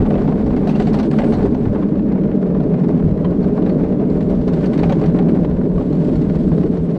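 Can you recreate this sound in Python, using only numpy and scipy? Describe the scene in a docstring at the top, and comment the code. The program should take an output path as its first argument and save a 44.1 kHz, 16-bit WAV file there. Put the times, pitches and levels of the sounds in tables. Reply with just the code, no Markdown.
"""A hollow plastic boom with clattering knocks: a luge cart coasting down concrete, heard from the seat.
Hard wheels on the rough surface drive the tub's modes; joints and ridges knock the chassis and
leave parts ringing. Loose fittings chatter, grit crunches, a flat-spotted wheel scuffs once a turn.
Thin whistles and a faint tinkle flicker in the treble. Wind buffets the microphone."""
import sys
import numpy as np
from scipy import signal
from scipy.fft import rfft, irfft, next_fast_len
from scipy.io import wavfile
from scipy.ndimage import uniform_filter1d, map_coordinates

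SR = 44100
rng = np.random.default_rng(int(sys.argv[2]) if len(sys.argv) > 2 else 0)


def generate_wav(sig):
    """Save sig (samples, or channels by samples) to the path in sys.argv[1] as 16-bit PCM at SR."""
    pcm = np.round(np.clip(np.atleast_2d(sig).T, -1, 1) * 32767).astype(np.int16)
    wavfile.write(sys.argv[1], SR, pcm)


N = 307818

# plastic tub modes: f/Hz, width/Hz, gain/dB
TUB_MODES = [(159.8, 30, -3), (186.4, 52, -7.5), (247.6, 20.8, 0), (299.4, 47.6, -4.5), (375, 85, -8),
             (409.2, 28, -1.5), (427.3, 27, -9.5), (542.6, 29, -11), (582, 24, -10.5)]
# chassis and fitting modes: f/Hz, width/Hz, gain/dB
CHASSIS_MODES = [(751, 115, 18.5), (884, 82, 5), (1012, 140, 2.5), (1420, 67, -4), (2070, 33, -16),
                 (2440, 160, -30), (2570, 420, -27.5), (3260, 390, -35), (4670, 1900, -24.5)]
# steering click spectrum: f/Hz, gain/dB
CLICK_SPECTRUM = [(600, -57), (3000, -4), (4300, 7), (5000, -3), (6800, -7.5), (8500, -11), (10000, -27.5),
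                  (12500, -20), (14500, -44.5)]


def tub(shake):
    """Rough concrete drives the tub's modes; rumble fills in between, the wheels add their drone."""
    # wheel drive on the tub: t/s, level/dB
    boom_levels = [(0, -15.5), (.3, -16), (.55, -15), (1.45, -14.5), (1.7, -17), (2.0, -15), (2.4, -16),
                   (2.7, -15), (2.95, -13.5), (3.15, -15.5), (4.5, -16), (4.9, -15.5), (5.1, -13.5),
                   (5.35, -13), (5.6, -17), (6.3, -14), (6.75, -15.5), (6.98, -19.5)]
    # upper modes: t/s, level/dB
    upper_levels = [(0, -24.5), (.9, -27), (1.35, -26.5), (1.6, -28), (2.1, -28), (2.6, -24.5), (3.0, -27),
                    (3.65, -23.5), (4.6, -25.5), (5.3, -24.5), (6.98, -27.5)]
    # upper modes groan as the tub leans into the bend: t/s, width/s, rise/dB
    groans = [(1.325, 0.026, 7), (1.44, 0.036, 3)]
    # rumble spectrum: f/Hz, gain/dB
    rumble_spectrum = [(60, -54.5), (115, -23), (150, -13), (200, 4), (300, -7.5), (480, -8.5), (630, -27),
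                       (690, -23.5), (1000, -22.5), (1500, -35.5), (3000, -74.5)]
    boom_db = curves(boom_levels)[0] + wobble(18)  # wheel load shifts at random
    upper_db = curves(upper_levels)[0] + swells(groans) + 1.2 * wobble(18)
    roughness = impacts(per_s=2500, spread_db=4.5)
    modes = unit(band(ringing(roughness, TUB_MODES), 132.8, 646, order=9))
    body = modes + amp(-8) * unit(coloured(rng.standard_normal(N), rumble_spectrum))
    low = filtered(body, lambda hz: 1 / (1 + (hz / 350) ** 12))
    boom = steadied(unit(low) + amp(-3) * wheels(), span_s=0.062, share=0.92)
    upper = steadied(body - low, span_s=0.098, share=0.82) * amp(shake)
    return band(amp(boom_db) * boom + amp(upper_db) * upper, 30, 2500, order=2)  # soft plastic: no treble


def wheels():
    """Wheels bounce on the concrete: a firm hum inside an uneven drone that sinks along the track."""
    # bounce resonance: t/s, f/Hz
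    bounce_pitch = [(0, 205), (.55, 206.6), (1.0, 220.3), (1.4, 226.6), (1.9, 204.3), (2.3, 190.3),
                    (2.9, 173.6), (3.6, 184.4), (4.1, 182), (4.6, 170.6), (5.3, 177.1), (6.2, 169),
                    (6.98, 170.7)]
    # hum over drone: t/s, level/dB
    hum_levels = [(0, -8), (2.2, -6), (2.85, -0.5), (3.6, -7.5), (4.6, -5.5), (5.25, 2), (5.6, -2.5),
                  (6.98, -3)]
    bounce_hz, = curves(bounce_pitch)
    hum_db, = curves(hum_levels)
    phase = 2 * np.pi * np.cumsum(bounce_hz) / SR
    drone = unit(wobble(38) * np.cos(phase) + wobble(38) * np.sin(phase))
    hum = unit(np.cos(phase + 1.1 * wobble(14)))
    return unit(drone + amp(hum_db) * hum)


def jolts():
    """Joints and ridges in the concrete hit the wheels."""
    # blows, levels before jolt()'s offsets: t/s, rattle/dB, knock/dB, clink/dB, knock f/Hz, rattle f/Hz
    blows = [(0.0507, -38, -19.5, -60, 850, 2040), (0.060, -38, -21, -57, 885, 1990),
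             (0.1047, -25, -16, -54, 726, 2000), (0.1381, -35, -21, -58, 724, 2630),
             (0.1524, -30, -18, -57, 726, 2010), (0.178, -30, -25, -57, 780, 1900),
             (0.2149, -33, -24.5, -53, 1020, 1950), (0.2754, -38, -18, -55, 830, 2080),
             (0.289, -40, -20.5, -56, 900, 1900), (0.323, -41, -21, -62, 750, 1900),
             (0.3554, -43, -23, -65, 705, 1780), (0.393, -36, -19.5, -60, 805, 1950),
             (0.4614, -38, -18, -51, 784, 2000), (0.505, -38, -21.5, -53, 960, 2000),
             (0.5634, -28.5, -21, -46.5, 735, 2160), (0.6714, -30, -16.5, -42, 717, 2500),
             (0.6923, -28.5, -18, -44.5, 740, 2660), (0.7554, -29, -28, -45, 930, 2630),
             (0.7969, -24.5, -14, -40, 740, 1970), (0.8204, -31, -25, -45.5, 726, 2760),
             (0.8692, -25.5, -20, -42, 680, 2240), (0.9305, -39, -22, -41.5, 694, 2300),
             (0.9401, -24.5, -15, -41.5, 695, 1950), (0.969, -32, -19, -53, 740, 2100),
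             (0.9865, -35, -18.5, -40, 704, 2400), (0.9966, -25, -16, -40, 760, 2070),
             (1.0284, -30, -23, -44, 766, 2280), (1.1122, -24, -28, -42, 1090, 2050),
             (1.136, -38, -21, -58, 800, 1900), (1.1852, -21.5, -15.5, -41, 700, 1930),
             (1.2014, -27, -18, -58, 856, 2070), (1.2152, -27, -19, -59, 776, 2060),
             (1.2371, -25.5, -19, -51, 720, 1920), (1.271, -35, -20, -57, 745, 2000),
             (1.3215, -34, -17, -43.5, 690, 2010), (1.3354, -33, -17, -44, 710, 2100),
             (1.3823, -42, -25, -53, 741, 2260), (1.404, -42, -21, -54, 740, 1900),
             (1.4260, -33, -25, -50, 690, 1808), (1.453, -32, -19, -52, 720, 1920),
             (1.5451, -36, -18.5, -51, 770, 1960), (1.6532, -49, -20.5, -60, 844, 2230),
             (1.7549, -39, -19, -64, 890, 1800), (1.8262, -35, -24.5, -66, 810, 2140),
             (1.992, -36, -27, -59, 800, 1900), (2.119, -34, -26, -54, 979, 1960),
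             (2.2327, -36, -36, -58, 730, 1740), (2.313, -34, -29, -66, 850, 1947),
             (2.425, -44, -24, -65, 776, 1800), (2.547, -40, -25, -63, 810, 1750),
             (2.601, -41, -22, -56, 753, 1975), (2.7385, -36, -23, -56, 740, 2430),
             (2.839, -37.5, -24.5, -56, 902, 1996), (2.883, -43, -40, -51.5, 737, 2130),
             (2.996, -41.5, -25, -62, 799, 1890), (3.2457, -29, -29, -64, 1239, 2080),
             (3.442, -40, -23, -51, 740, 2168), (3.5753, -39, -20, -67, 755, 2112),
             (3.62, -35, -23, -57, 803, 2006), (3.662, -32, -19.5, -59, 775, 2030),
             (3.6934, -30, -23.5, -58, 818, 2030), (3.922, -45, -25, -67, 676, 2289),
             (3.9959, -44, -24, -64, 679, 1741), (4.0984, -41, -33, -49, 870, 2190),
             (4.2054, -31.5, -24, -51, 763, 1980), (4.295, -38, -29, -54, 814, 2100),
             (4.4762, -32, -26, -45, 788, 2110), (4.533, -35, -23, -44, 734, 2023),
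             (4.64, -27, -30, -54, 890, 1910), (4.6566, -33.5, -36, -46, 1124, 2780),
             (4.7321, -26, -21, -46, 765, 2010), (4.776, -27, -26, -45, 790, 2092),
             (4.79, -26.5, -24, -44, 919, 2030), (4.831, -21, -15.5, -45, 745, 2260),
             (4.8942, -28, -18.5, -42, 750, 2320), (4.9218, -25, -25, -44, 860, 1940),
             (5.012, -32, -22, -48, 745, 2058), (5.036, -27, -20, -53, 756, 1900),
             (5.0568, -30, -32.5, -46, 901, 2100), (5.1872, -25, -22, -51, 770, 1960),
             (5.222, -45, -23.5, -58, 760, 1900), (5.2856, -32, -27, -52.5, 782, 2205),
             (5.3466, -38.5, -29, -59, 810, 1770), (5.446, -30.5, -22, -50.5, 1030, 2150),
             (5.508, -36, -26, -58, 850, 1904), (5.6104, -53, -25.5, -63, 773, 1704),
             (5.7786, -37, -28, -59, 902, 1950), (5.8077, -41, -20.5, -64, 794, 1960),
             (5.926, -40, -29, -47.5, 747, 2060), (6.0442, -36, -39, -50, 740, 1750),
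             (6.1559, -37, -28, -49, 838, 2163), (6.2145, -34.5, -28, -50, 895, 2110),
             (6.295, -33, -26.5, -51, 800, 2100), (6.3534, -36, -29, -47, 821, 2570),
             (6.516, -38, -22, -61, 780, 2000), (6.578, -38, -25, -52, 1031, 1973),
             (6.632, -32, -27, -54.5, 816, 2000), (6.7694, -40, -27, -51, 680, 2047)]
    # the cart drags over the first bend's ridges, taps later joints: t/s, contact length/ratio
    drag_ratios = [(0, 0.77), (.55, 1.7), (.67, 3.4), (1.03, 1.3), (1.11, 0.4), (1.25, 1.7), (1.35, 4.7),
                   (1.55, 1.3), (4.6, 1.3), (5.3, 1.04), (6.98, 1.106)]
    out = np.zeros(N + SR)
    for start_s, *strike in blows:
        drag = np.interp(start_s, *np.transpose(drag_ratios))
        blow = jolt(drag, *strike)
        out[round(start_s * SR):][:len(blow)] += blow
    return out[:N]


def jolt(drag, rattle_db, knock_db, clink_db, knock_hz, rattle_hz):
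    """One blow cracks, knocks and rattles the chassis and clinks the steering."""
    # steering bar and brake linkage modes: f/Hz, width/Hz, gain/dB
    steel_modes = [(3640, 110, 8.5), (4340, 100, 2), (5300, 130, -2.5), (5900, 160, -7), (6860, 84, -5.5),
                   (7730, 150, -6.5), (8600, 81, -6.5)]
    # each blow lands elsewhere: new mode pitches and gains
    struck = [(hz * (1 + 0.054 * rng.standard_normal()), 0.45 * width_hz, db + 2 * rng.standard_normal())
              for hz, width_hz, db in CHASSIS_MODES]
    steel = [(hz * (1 + 0.05 * rng.standard_normal()), width_hz, db + 4 * rng.standard_normal())
             for hz, width_hz, db in steel_modes]
    knock = unit(band(ringing(burst(t60_s=0.048 * drag), struck), 470, 1900, order=3))
    knock += amp(-1) * unit(ringing(burst(t60_s=0.018), TUB_MODES[-2:]))
    knock += amp(-2) * unit(ringing(burst(t60_s=0.019), [(knock_hz, 40, 0)]))
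    rattle = unit(band(ringing(burst(t60_s=0.053 * drag), struck), 1400, 4600, order=4))
    rattle += amp(-6.5) * unit(ringing(burst(t60_s=0.038), [(rattle_hz, 90, 0)]))
    contact = burst(t60_s=0.045 * drag)
    clink = unit(coloured(contact, CLICK_SPECTRUM))
    clink += amp(-4) * unit(band(ringing(contact, steel), 3300, 9000, order=4))
    chassis = at_level(knock, knock_db - 8) + at_level(rattle, rattle_db - 11)
    crack = at_level(band(burst(t60_s=0.0072), 1100, 4100, order=3), rattle_db - 21)
    return band(chassis, 280, 3400, order=4) + crack + at_level(clink, clink_db - 3)


def rings():
    """Hard blows leave a panel or fitting ringing briefly, with a dry buzz."""
    # ringing parts: t/s, f/Hz, level/dB, t60/s
    parts = [(0.107, 563, -13.5, 0.08), (0.138, 2640, -34, 0.036), (0.153, 533, -15, 0.085),
             (0.669, 713, -15.5, 0.11), (0.688, 2560, -35, 0.078), (0.748, 2720, -34.5, 0.11),
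             (0.797, 1960, -27, 0.037), (0.87, 728, -20, 0.095), (1.187, 1934, -27, .05),
             (1.189, 544, -15.5, 0.11), (1.232, 553, -14, 0.16), (1.443, 402, -7, 0.13),
             (1.449, 525, -15, 0.087), (1.547, 804, -25, 0.053), (1.826, 1040, -27, 0.053),
             (3.245, 1001, -20, 0.058), (3.246, 1982, -31, 0.052), (3.247, 3090, -38, .06),
             (3.246, 4150, -42.5, 0.055), (3.428, 4320, -41, 0.041), (3.577, 1087, -24.5, 0.066),
             (3.662, 3850, -42.5, .05), (3.692, 4400, -43, 0.096), (4.657, 4500, -35, 0.044),
             (4.79, 4410, -42, .06), (4.832, 2420, -32, 0.085), (4.832, 784, -17.5, 0.076),
             (4.831, 1400, -33, 0.048), (4.895, 2330, -32, 0.074), (4.921, 558.6, -10.5, 0.076),
             (4.921, 6500, -38.5, 0.03), (4.922, 3330, -31.5, 0.041), (5.057, 4430, -41, .06),
             (5.188, 3300, -34, 0.029), (5.188, 1760, -31, 0.038), (5.19, 787, -24, 0.13),
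             (5.779, 1104, -25, 0.051)]
    rise_s, relative_width = 0.0018, 0.035
    out, t = np.zeros(N + SR), np.arange(SR // 5) / SR
    for start_s, hz, db, t60_s in parts:
        buzz_rad = np.cumsum(rng.standard_normal(len(t))) * np.sqrt(2 * np.pi * relative_width * hz / SR)
        envelope = amp(db - 60 * t / t60_s) * (1 - np.exp(-t / rise_s))
        ring = envelope * np.sin(2 * np.pi * hz * t + buzz_rad)
        out[round(start_s * SR):][:len(t)] += band(ring, hz / 2, hz * 2, order=2)
    return out[:N]


def chatter(surface_db, shake):
    """Loose fittings never rest, and tap harder as the cart shakes."""
    taps = unit(impacts(per_s=130, spread_db=2)) + amp(3.5) * rng.standard_normal(N)
    taps *= amp(2.5 * np.clip(shake, -1, 2))
    rattle = band(ringing(taps, CHASSIS_MODES), 712, 2560, order=4)
    return amp(surface_db + 0.27) * steadied(rattle, span_s=0.99, share=0.51)


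def wind():
    """Air tumbles over the microphone in low lumps."""
    # airflow: t/s, level/dB
    flow_levels = [(0, -20.5), (.5, -31), (.9, -29.5), (1.35, -26.5), (2.0, -31), (2.85, -34), (3.2, -30.5),
                   (3.9, -34), (4.4, -29), (5.3, -30.5), (6.0, -33.5), (6.5, -27.5), (6.98, -31)]
    # gusts: t/s, width/s, rise/dB
    gusts = [(.7, 0.05, 2.5), (1.68, 0.03, 10.5), (3.06, 0.09, 5.5), (5.79, 0.056, 8), (6.16, 0.039, 6),
             (6.5, 0.039, 1)]
    # buffet spectrum: f/Hz, gain/dB
    buffet_spectrum = [(10, -2.5), (22, 2.5), (38, 8), (55, 8.5), (85, 7), (115, 4), (170, -3),
                       (400, -57.5), (1500, -120)]
    turbulence_db = 3 * wobble(12)
    buffet_db = curves(flow_levels)[0] + swells(gusts) + turbulence_db + 2.5
    buffet = coloured(rng.standard_normal(N), buffet_spectrum)
    return amp(buffet_db) * steadied(buffet, span_s=0.34, share=0.36)


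def grit(surface_db, shake):
    """Sand grains crunch under the wheels over a fine rolling hiss."""
    # crunch spectrum: f/Hz, gain/dB
    crunch_spectrum = [(300, -56), (900, -7.5), (1550, 6), (2200, -3), (2900, 1), (3600, 0.5), (4450, -2.5),
                       (4800, -4), (6500, -10.5), (7900, -13), (9300, -21), (12000, -29), (15000, -50.5)]
    grains = unit(impacts(per_s=260, spread_db=3.5)) + amp(9.5) * rng.standard_normal(N)
    load = np.clip(unit(0.73 * shake + wobble(45)), -1, 2)
    crunch = coloured(grains * amp(1.9 * load), crunch_spectrum)
    return amp(surface_db + 2.5) * steadied(crunch, span_s=0.67, share=0.58)


def flat_spot(turns, chatter_db, grit_db):
    """Once a turn a wheel's flat nudges chassis and steering, harder on rough track up to a cap."""
    rise_s, t60_s, spread_db = 0.003, 0.04, 2.5
    onsets = np.flatnonzero(np.diff(np.floor(turns)))
    drops = np.zeros(N)
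    drops[onsets] = amp(spread_db * np.clip(rng.standard_normal(N)[onsets], -2, 2))
    t = np.arange(SR // 10) / SR
    press = (1 - np.exp(-t / rise_s)) * amp(-60 * t / t60_s)
    contact = signal.fftconvolve(drops, press)[:N] * rng.standard_normal(N)
    rattle = unit(band(ringing(contact, CHASSIS_MODES), 850, 3100, order=4))
    clink = unit(coloured(contact, CLICK_SPECTRUM))
    rattle_db = np.minimum(chatter_db, -41) - 12.5
    clink_db = np.minimum(grit_db, -57) - 13
    return amp(rattle_db) * rattle + amp(clink_db) * clink


def whistles():
    """Thin, faint, flickering high whistles of narrow-band noise."""
    # whistles: t/s, length/s, f/Hz, level/dB
    events = [(0.06, 0.067, 8550, -65), (0.073, 0.17, 10000, -76), (1.112, 0.093, 8670, -66),
              (1.23, 0.13, 8500, -66), (4.033, 0.27, 7400, -68), (4.633, 0.093, 5400, -65),
              (4.637, .06, 9100, -65), (5.101, 1.7, 7650, -77), (6.011, .07, 9000, -76),
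              (6.415, 0.28, 8486, -76), (6.82, 0.051, 8570, -71)]
    width_hz = 210
    out, t = np.zeros(N), np.arange(N) / SR
    for start_s, length_s, hz, db in events:
        swell = np.sin(np.pi * np.clip((t - start_s) / length_s, 0, 1))
        whistle = band(rng.standard_normal(N), hz - width_hz / 2, hz + width_hz / 2, order=2)
        out += amp(db) * swell * unit(whistle)
    flicker = unit(amp(2.5 * np.clip(wobble(12), -2, 1)))
    return out * flicker


def tinkle():
    """Faint, flickering high tinkle: narrow bands, each rung by its own random ticks."""
    # tinkle bands: f/Hz, width/Hz, gain/dB
    bands = [(4450, 90, 3.5), (7740, 70, 0), (8050, 90, -3.5), (8550, 70, -5), (9100, 80, -9.5),
             (12500, 300, -16)]
    # all bands together: t/s, level/dB
    tinkle_levels = [(0, -77.5), (1.3, -64), (1.9, -83), (2.8, -78), (3.9, -77.5), (4.7, -73), (5.25, -73),
                     (5.6, -76), (6.2, -70), (6.98, -72)]
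    out = np.zeros(N)
    for hz, width_hz, db in bands:
        ticks = impacts(per_s=44, spread_db=5)
        out += amp(db) * unit(band(ticks, hz - width_hz / 2, hz + width_hz / 2, order=1))
    return amp(curves(tinkle_levels)[0]) * unit(out)


def burst(t60_s):
    """A contact and its quick rebound: a dying scatter of tiny collisions."""
    rise_s = 0.0008
    t = np.arange(SR // 12) / SR
    since_rebound_s = t - rng.uniform(0.002, 0.005)
    rebound = (since_rebound_s > 0) * amp(-11 - 60 * np.abs(since_rebound_s) / t60_s)
    decay = amp(-60 * t / t60_s) + rebound
    return rng.choice([-1, 1], len(t)) * decay * (1 - np.exp(-t / rise_s))


def impacts(per_s, spread_db):
    """Random tiny blows of log-normal size."""
    hits = (rng.random(N) < per_s / SR) * rng.choice([-1, 1], N)
    return hits * amp(spread_db * np.clip(rng.standard_normal(N), -2, 2))


def ringing(x, modes):
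    """x through resonances: f/Hz, width/Hz, gain/dB."""
    return filtered(x, lambda f: sum(amp(db) * 1j * f * width / (hz * hz - f * f + 1j * f * width)
                                     for hz, width, db in modes))


def coloured(x, spectrum):
    """x through a spectrum: f/Hz, gain/dB."""
    hz, db = np.transpose(spectrum)
    return filtered(x, lambda f: amp(np.interp(np.log(f + 1), np.log(hz), db)))


def filtered(x, response):
    """x through a complex frequency response."""
    size = next_fast_len(len(x) + 4096)
    return irfft(rfft(x, size) * response(np.fft.rfftfreq(size, 1 / SR)), size)[:len(x)]


def band(x, low_hz, high_hz, order):
    """Causal band-pass."""
    sos = signal.butter(order, [low_hz, min(high_hz, SR / 2 - 1)], "band", fs=SR, output="sos")
    return signal.sosfilt(sos, x)


def steadied(x, span_s, share):
    """Unit-rms x, swells longer than span_s partly evened out, as by a damped load."""
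    size = max(int(span_s * SR), 1)
    power = np.abs(uniform_filter1d(uniform_filter1d(x ** 2, size), size))
    return unit(x / (power + 1e-4 * power.mean()) ** (share / 2))


def curves(rows):
    """One value per sample for each column after t/s."""
    times_s, *columns = np.transpose(rows)
    return [np.interp(np.arange(N) / SR, times_s, column) for column in columns]


def swells(rows):
    """Sum of bell curves in dB: t/s, width/s, height/dB."""
    t = np.arange(N) / SR
    return sum(db * np.exp(-((t - centre_s) / width_s) ** 2) for centre_s, width_s, db in rows)


def wobble(knots_per_s):
    """Smooth random curve, rms near 1."""
    knots = rng.standard_normal(int(N * knots_per_s / SR) + 4)
    return map_coordinates(knots, [np.arange(N) * knots_per_s / SR])


def at_level(x, db):
    """x with its loudest 6 ms at this rms level."""
    return amp(db) * x / np.sqrt(uniform_filter1d(x ** 2, size=256).max())


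def amp(db):
    return 10 ** (np.asarray(db) / 20)


def unit(x):
    return x / np.sqrt(np.mean(x ** 2) + 1e-20)


def scene():
    """Tub, fittings and grit share one shaking; the wind is independent."""
    # track roughness, high on two coarse stretches: t/s, chatter/dB, grit/dB
    surface = [(0.0, -37.5, -56.5), (0.62, -39, -58), (0.83, -40, -53), (1.36, -37, -53.5),
               (1.48, -39, -57), (2.16, -43, -63), (2.7, -40.5, -59.5), (3.21, -42.5, -61),
               (3.6, -39.5, -59), (4.0, -41.5, -60.5), (4.57, -39.5, -55.5), (4.88, -36.5, -53),
               (5.21, -37, -56.5), (5.75, -45, -61), (6.08, -41.5, -54.5), (6.98, -43.5, -59.5)]
    # patches between ridges, mostly smooth, where fittings and grit settle: t/s, width/s, change/dB
    patches = [(.03, 0.017, 2), (.087, .012, -6), (.625, 0.029, -1), (.915, .012, -3), (1.09, 0.018, -9.5),
               (1.37, .01, -7), (1.52, .02, -3), (1.6, .03, -2), (5.15, .035, -3)]
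    chatter_db, grit_db = np.array(curves(surface)) + swells(patches)
    wheel_turns_per_s = 15.8 * (1 + 0.08 * wobble(5))
    turns = np.cumsum(wheel_turns_per_s) / SR
    # out-of-round wheels shake the cart once a turn, the surface at random
    shake = unit(0.13 * np.sin(2 * np.pi * turns) + wobble(45))
    mix = tub(shake) + chatter(chatter_db, shake) + grit(grit_db, shake)
    mix += wind() + whistles() + tinkle()
    mix += flat_spot(turns, chatter_db, grit_db) + jolts() + rings()
    return mix[None]


def record(dry):
    """Brief fades at both ends, then a steep low-pass."""
    cutoff_hz = 15200
    fade = signal.windows.tukey(N, 0.001)
    return signal.sosfilt(signal.cheby1(12, 0.1, cutoff_hz, fs=SR, output="sos"), dry * fade)


dry = scene()
out = record(dry)
generate_wav(out)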